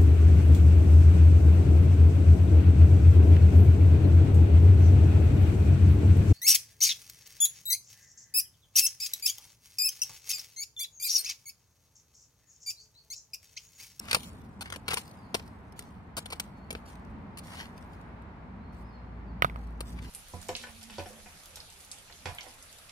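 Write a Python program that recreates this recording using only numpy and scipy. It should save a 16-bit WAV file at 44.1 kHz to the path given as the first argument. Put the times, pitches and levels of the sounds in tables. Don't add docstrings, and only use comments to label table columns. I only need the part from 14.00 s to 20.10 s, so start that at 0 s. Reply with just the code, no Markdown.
import sys
import numpy as np
from scipy import signal
from scipy.fft import rfft, irfft, next_fast_len
from scipy.io import wavfile
from scipy.ndimage import map_coordinates

SR = 44100
rng = np.random.default_rng(int(sys.argv[2]) if len(sys.argv) > 2 else 0)


def inscribe(sig):
    pcm = np.round(np.clip(np.atleast_2d(sig).T, -1, 1) * 32767)
    wavfile.write(sys.argv[1], SR, pcm.astype(np.int16))


N = 268877


def amp(db):
    return 10 ** (np.asarray(db) / 20)


def unit(x):
    return x / np.sqrt(np.mean(x ** 2) + 1e-20)


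def along(points, hz):
    freqs, values = np.transpose(points)
    return np.interp(np.log(hz + 1), np.log(freqs + 1), values)


def curves(rows):
    times, *columns = np.transpose(rows)
    return [np.interp(np.arange(N) / SR, times, column) for column in columns]


def wobble(rate):
    knots = rng.standard_normal(int(N * rate / SR) + 4)
    return map_coordinates(knots, [np.arange(N) * rate / SR])


def filtered(x, response):
    size = next_fast_len(N + 8192)
    return irfft(rfft(x, size) * response(np.fft.rfftfreq(size, 1 / SR)), size)[..., :N]


def coloured(x, gain_db, size=2048):
    cepstrum = irfft(np.log(amp(gain_db(np.fft.rfftfreq(size, 1 / SR)))))
    cepstrum[1:size // 2] *= 2
    cepstrum[size // 2 + 1:] = 0
    return signal.fftconvolve(x, irfft(np.exp(rfft(cepstrum))))[:len(x)]


def add(track, s, sound):
    part = track[round(s * SR):][:len(sound)]
    part += sound[:len(part)]


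def grit(count, rate, spread_db):
    happens = rng.random(count) < rate / SR
    sizes = amp(spread_db * np.clip(rng.standard_normal(count), -2, 2))
    return unit(happens * sizes * rng.choice([-1, 1], count))


def lingering(power, t60):
    keep = amp(-60 / (t60 * SR)) ** 2
    return signal.lfilter([1 - keep], [1, -keep], power)


# (frequency [Hz], coherence [0-1])
MIC_COHERENCE = [(60, 0.87), (200, 0.96), (400, 0.7), (800, .25), (1500, 0)]
def far_noise(spectrum):
    def response(hz):
        width = np.arccos(np.clip(along(MIC_COHERENCE, hz), -1, 1)) / 2
        return amp(along(spectrum, hz)) * [np.cos(width), np.sin(width)]
    mid, side = filtered(rng.standard_normal((2, N)), response)
    return unit(np.array([mid + side, mid - side]))


# (frequency [Hz], relative level [dB])
RUMBLE_SPECTRUM = [(20, -28.5), (33, -13.5), (45, -10), (80, 1.5), (129, -7.5), (190, -3.5), (238, -5),
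                   (330, -16), (450, -18.5), (700, -57.5), (1000, -120)]
TYRE_SPECTRUM = [(30, -26), (150, -6), (350, -6), (900, 1.5), (1300, -4.5), (2200, -11.5), (3200, -23.5),
                 (4400, -28), (6000, -37.5), (10000, -44.5), (15000, -51.5)]
# (time [s], relative rumble level [dB], relative tyre level [dB])
TRAFFIC_LEVELS = [(0.0, -49.5, -60), (0.22, -50.5, -59.5), (2.17, -50.5, -58), (2.99, -48.5, -56),
                  (6.1, -48, -56.5)]
def traffic():
    rumble_db, rush_db = curves(TRAFFIC_LEVELS)
    rumble = amp(rumble_db + 1.5 + 1.3 * wobble(4.4)) * far_noise(RUMBLE_SPECTRUM)
    rush = amp(rush_db + 3 + 0.63 * wobble(3)) * far_noise(TYRE_SPECTRUM)
    return rumble + rush


# (time [s], level [dB])
ENGINE_LEVELS = [(0, -64.5), (2.45, -64.5), (3, -47.5), (3.45, -63.5), (4, -49), (4.3, -53.5),
                 (5.45, -38.5), (6.1, -39)]
def engine(firing_hz=56.36, overtone_db=-15):
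    drone_db, = curves(ENGINE_LEVELS)
    phase = 2 * np.pi * np.cumsum(firing_hz + 1.4 * wobble(6.4)) / SR
    overtones = amp(overtone_db) * (np.sin(2 * phase) + np.sin(3 * phase))
    return amp(drone_db + 1.6 * wobble(18)) * (np.sin(phase) + overtones)


# (frequency [Hz], relative level [dB])
CRUMB_SPECTRUM = [(200, -25), (1500, -11), (3000, 0), (4600, -1.5), (7600, -6), (9100, -1.5), (11200, -10),
                  (14000, -8), (16000, -19)]
# (start [s], length [s],
# relative level [dB], run-out t60 [s])
SOIL_SPILLS = [(0, 0.1, -61, 0.23), (0.071, .21, -54, 0.081), (0.953, 0.043, -48, 0.17),
               (1.375, 0.025, -60, 0.18), (1.757, 0.055, -61, 0.47), (2.851, 0.058, -59.5, 0.2),
               (3.429, 0.18, -58.5, .2), (3.749, 0.2, -73, 0.53), (4.717, 0.093, -71, .2),
               (5.463, 0.17, -71.5, 0.85), (5.849, 0.058, -57.5, 0.38), (6.013, .07, -57, .25)]
def crumbs(work, shed_db=-20, shed_t60=0.25, attack_s=0.01, settle_db=-12.5, settle_t60=1.28):
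    now = np.arange(N) / SR
    flow = amp(shed_db) ** 2 * lingering(work ** 2, shed_t60)
    for s, length, db, t60 in SOIL_SPILLS:
        attack = 1 - np.exp(-np.maximum(now - s, 0) / attack_s)
        run_out = amp(db - 60 * np.maximum(now - s - length, 0) / t60)
        flow += (attack * run_out) ** 2
    flow += amp(settle_db) ** 2 * lingering(flow, settle_t60)
    dust, ticks = grit(N, rate=2700, spread_db=1.5), grit(N, rate=170, spread_db=5)
    clumping = amp(2 * wobble(130))
    grains = np.sqrt(flow) * clumping * (0.78 * dust + 0.36 * ticks)
    return coloured(grains, lambda hz: along(CRUMB_SPECTRUM, hz))


# (frequency [Hz], relative level [dB])
DRAG_SPECTRUM = [(60, -17.5), (450, -6.5), (950, 5.5), (1400, 3), (2050, 7.5), (2400, 0.5), (2800, 3),
                 (4000, -5.5), (4600, -3), (7500, -14), (9400, -11.5), (15500, -24.5)]
# (time of hardest pull [s], relative level [dB], build-up [s], let-go [s])
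HOE_PULLS = [(.13, -32, 0.092, 0.053), (.665, -45.5, 0.029, 0.028), (.75, -42, 0.074, 0.02),
             (.92, -28, 0.037, 0.032), (.972, -34.5, .015, 0.032), (1.359, -40, .013, 0.02),
             (2.322, -41, 0.031, 0.039), (3.605, -37, 0.14, .075), (5.988, -45, 0.034, 0.017),
             (6.05, -46.5, 0.042, 0.029)]
def drag(swell_db=20.5):
    now = np.arange(N) / SR
    effort = sum(amp(db - swell_db * np.maximum((s - now) / build, (now - s) / release))
                 for s, db, build, release in HOE_PULLS)
    sand, gravel = grit(N, rate=2400, spread_db=3), grit(N, rate=220, spread_db=7)
    stick_slip = amp(1.5 * wobble(170))
    grains = effort * stick_slip * 0.7 * (sand + gravel)
    return coloured(grains, lambda hz: along(DRAG_SPECTRUM, hz))


# (time [s], relative level [dB])
PEBBLE_LANDINGS = [(0.054, -41), (0.2318, -33.5), (1.0779, -42), (1.1124, -47), (1.477, -44.5),
                   (1.723, -45.5), (2.9537, -47), (3.049, -56), (3.7785, -43.5), (3.8244, -49.5),
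                   (3.932, -51), (4.012, -55), (4.2208, -56)]
def pebbles(gain_db=-8, t60=0.019):
    track, t = np.zeros(N), np.arange(SR // 20) / SR
    for s, db in PEBBLE_LANDINGS:
        add(track, s, amp(db + gain_db - 60 * t / t60) * grit(len(t), rate=14000, spread_db=3))
    return coloured(track, lambda hz: along(CRUMB_SPECTRUM, hz))


# (frequency [Hz], relative level [dB])
CRUSH_SPECTRUM = [(40, -22.5), (130, -2), (300, -6.5), (500, -2.5), (1400, 3), (1800, -3), (2350, 3.5),
                  (2750, 2), (3500, -1), (4500, -0.5), (6000, -8.5), (7700, -9), (9200, -2.5), (10200, -12),
                  (11200, -16.5), (13500, -11), (15500, -24)]
# (time [s], relative level [dB], nominal crushing time [s], thud [dB], brightness [dB])
HOE_BITES = [(0.112, -16, .003, -18, -6), (0.1302, -16, 0.0015, -3.5, -1),
             (0.1464, -12, 0.0044, -2.5, -2.5), (0.164, -38.5, 0.0056, 17.5, 8),
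             (0.609, -36.5, 0.022, 2, 4.5), (0.7015, -36.5, 0.0025, 1, 2), (0.724, -29, 0.0039, -3.5, -3),
             (0.74, -42, 0.0044, -6, 1), (0.76, -35.5, .0037, 7.5, -1), (0.881, -26, 0.0088, 4.5, 0),
             (0.906, -29, .013, 1, 2), (0.932, -28.5, 0.0081, 10.5, 3), (0.942, -25.5, 0.0013, -3, 11.5),
             (0.9717, -23.5, 0.0028, -2.5, -2), (0.98, -29, 0.0038, -6, 1.5), (1.344, -22.5, .01, 8.5, 0),
             (1.396, -43.5, 0.0064, 6, -4), (1.792, -38.5, 0.0029, -4, 12), (1.8235, -51.5, .003, -11, 7),
             (2.1677, -32.5, 0.0286, 6, 8), (2.2579, -38, 0.0066, 4, 3), (2.303, -39.5, 0.0072, 1, 2),
             (2.324, -32, 0.013, 2, 0.5), (2.3982, -26.5, 0.0045, -4, 6.5),
             (2.706, -31.5, 0.0046, 7.5, 2.5), (2.728, -43, 0.0018, 15.5, 10),
             (2.751, -30.5, 0.0013, 11.5, -17.5), (3.373, -42, 0.0046, -1, 7), (3.384, -42.5, 0.013, -7, 8),
             (5.8063, -34, 0.0048, 9, 7.5)]
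def bites(rise_s=0.0004, t60=0.016, crack=9.7, thud_hz=950, bright_hz=6000,
          graze_s=0.00098, graze_db=-15, clod_hz=475, clod_t60=0.028, clod_db=-12):
    track, t = np.zeros(N), np.arange(-SR // 100, SR // 10) / SR
    graze = amp(graze_db) * np.exp(-np.abs(t) / graze_s)
    attack = 1 - np.exp(-np.maximum(t, 0) / rise_s)
    for s, db, crush_s, thud_db, bright_db in HOE_BITES:
        def tone_db(hz):
            low_shelf = thud_db / (1 + (hz / thud_hz) ** 4)
            high_shelf = bright_db * (1 - 1 / (1 + (hz / bright_hz) ** 6))
            return along(CRUSH_SPECTRUM, hz) + low_shelf + high_shelf
        force = attack * amp(-60 * np.maximum(t - 0.82 * crush_s, 0) / t60)
        grains = (graze + force) * grit(len(t), rate=7700, spread_db=2.5)
        grains[np.searchsorted(t, rise_s)] += crack * rng.choice([-1, 1])
        since_stop = np.maximum(t - crush_s / 2, 0)
        clod_phase = 2 * np.pi * clod_hz * rng.uniform(0.895, 1.08) * since_stop
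        clod = amp(clod_db + thud_db - 60 * since_stop / clod_t60) * np.sin(clod_phase)
        add(track, s + t[0], amp(db) * (coloured(grains, tone_db) + clod))
    return track


# (frequency [Hz], gain [dB], t60 [s])
BLADE_MODES = [(2304, -6.5, 0.073), (4400, -5, 0.028), (5500, -4.5, 0.036), (9230, -3, .06),
               (10100, -8.5, 0.046)]
def blade(contact):
    def resonance(f, hz, t60):
        width_hz = np.log(1000) / (np.pi * t60)
        damping = 1j * f * width_hz
        return damping / (hz * hz - f * f + damping)
    ring = lambda f: sum(amp(db) * resonance(f, hz, t60) for hz, db, t60 in BLADE_MODES)
    return filtered(contact, lambda f: 1 + ring(f))


# (start [s], length [s], first pitch [Hz], last pitch [Hz], level [dB])
BIRD_WHISTLES = [(1.167, 0.044, 5270, 4730, -68), (1.207, .09, 4770, 4080, -71.5),
                 (2.522, 0.18, 4390, 4380, -74.5), (3.117, .16, 4300, 4230, -87),
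                 (4.555, 0.27, 4060, 4530, -76), (4.839, 0.04, 5010, 5080, -74),
                 (4.876, .048, 5520, 4250, -71), (4.909, .09, 4370, 4150, -70),
                 (5.26, .08, 4800, 4150, -74)]
def bird(echo_t60=0.87, waver_hz=70, flutter_db=1.5):
    song, now = np.zeros(N), np.arange(N) / SR
    waver, flutter = waver_hz * wobble(90), flutter_db * wobble(70)
    for s, length, first_hz, last_hz, db in BIRD_WHISTLES:
        progress = np.clip((now - s) / length, 0, 1)
        pitch = first_hz + (last_hz - first_hz) * progress + waver
        swell = 4 * progress * (1 - progress)
        song += amp(db + flutter) * swell * np.sin(2 * np.pi * np.cumsum(pitch) / SR)
    t = np.arange(SR // 2) / SR
    tail = rng.standard_normal((2, len(t))) * amp(-60 * t / echo_t60)
    echo = signal.fftconvolve(song[None], tail / np.linalg.norm(tail[0]), axes=1)[:, :N]
    return song + echo


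# (frequency [Hz], relative level [dB], t60 [s])
STRUCK_MODES = [(147, -27, 0.056), (705, -15.5, 0.014), (1056, -7, 0.0077), (1256, -10, 0.019),
                (1470, -19, 0.039), (2090, 3, 0.0063), (2640, -29, 0.0088), (4010, -19, 0.013)]
# (frequency [Hz], relative level [dB])
CRACK_SPECTRUM = [(300, 8.5), (3000, 11.5), (4500, 6.5), (6000, -5.5), (8000, -8), (9500, 0.5), (12500, -1),
                  (15500, -1)]
# (time [s], relative level [dB], contact cut-off [Hz])
KNOCK_BLOWS = [(5.4222, -2.5, 4420), (5.446, 4, 1010), (5.498, -29, 2600), (5.5596, -19.5, 1180)]
def knocks(rise_s=0.0003, crack_db=-18, crack_t60=0.0071, dust_db=-43, dust_t60=0.16):
    track, t = np.zeros(N), np.arange(SR // 8) / SR
    attack = 1 - np.exp(-t / rise_s)
    force = amp(crack_db - 60 * t / crack_t60) + amp(dust_db - 60 * t / dust_t60)
    for s, db, contact_hz in KNOCK_BLOWS:
        ring = np.zeros(len(t))
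        for hz, mode_db, t60 in STRUCK_MODES:
            roll_off = np.hypot(1, (hz / contact_hz) ** 3)
            ring += amp(mode_db - 60 * t / t60) * np.sin(2 * np.pi * hz * t) / roll_off
        crack = coloured(force * rng.standard_normal(len(t)), lambda hz: along(CRACK_SPECTRUM, hz))
        hardness = contact_hz / 4500
        add(track, s, amp(db) * attack * (ring + hardness * crack))
    return track


def placed(x, left_lag_ms, pan_db, scatter_db, scatter_t60):
    delay_s = left_lag_ms / 1000 * np.array([[0.5], [-0.5]])
    direct = filtered(x, lambda hz: np.exp(-2j * np.pi * hz * delay_s))
    scatter, step = np.zeros((2, N)), SR // 20
    t = np.arange(step) / SR
    for start in range(0, N, step):
        paths = rng.standard_normal((2, step)) * amp(-60 * t / scatter_t60)
        paths /= np.linalg.norm(paths[0])
        echo = signal.fftconvolve(x[None, start:start + step], paths, axes=1)
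        for side in range(2):
            add(scatter[side], start / SR, echo[side])
    low_cut = signal.butter(1, 600, "high", fs=SR, output="sos")
    scatter = signal.sosfilt(low_cut, scatter)
    return (direct + amp(scatter_db) * scatter) * amp([[pan_db / 2], [-pan_db / 2]])


def scene():
    work = bites() + drag()
    debris = crumbs(work) + pebbles()
    hoe = placed(blade(work), left_lag_ms=-0.19, pan_db=2.5, scatter_db=-2, scatter_t60=0.022)
    trickle = placed(blade(debris), left_lag_ms=-0.17, pan_db=1, scatter_db=8.5, scatter_t60=0.013)
    knock = placed(knocks(), left_lag_ms=0.367, pan_db=-3.5, scatter_db=-8.5, scatter_t60=0.019)
    return hoe + trickle + knock + engine() + traffic() + bird()


def record(dry, top_hz=15700):
    return filtered(dry, lambda hz: 1 / np.hypot(1, (hz / top_hz) ** 100))


dry = scene()
out = record(dry)
inscribe(out)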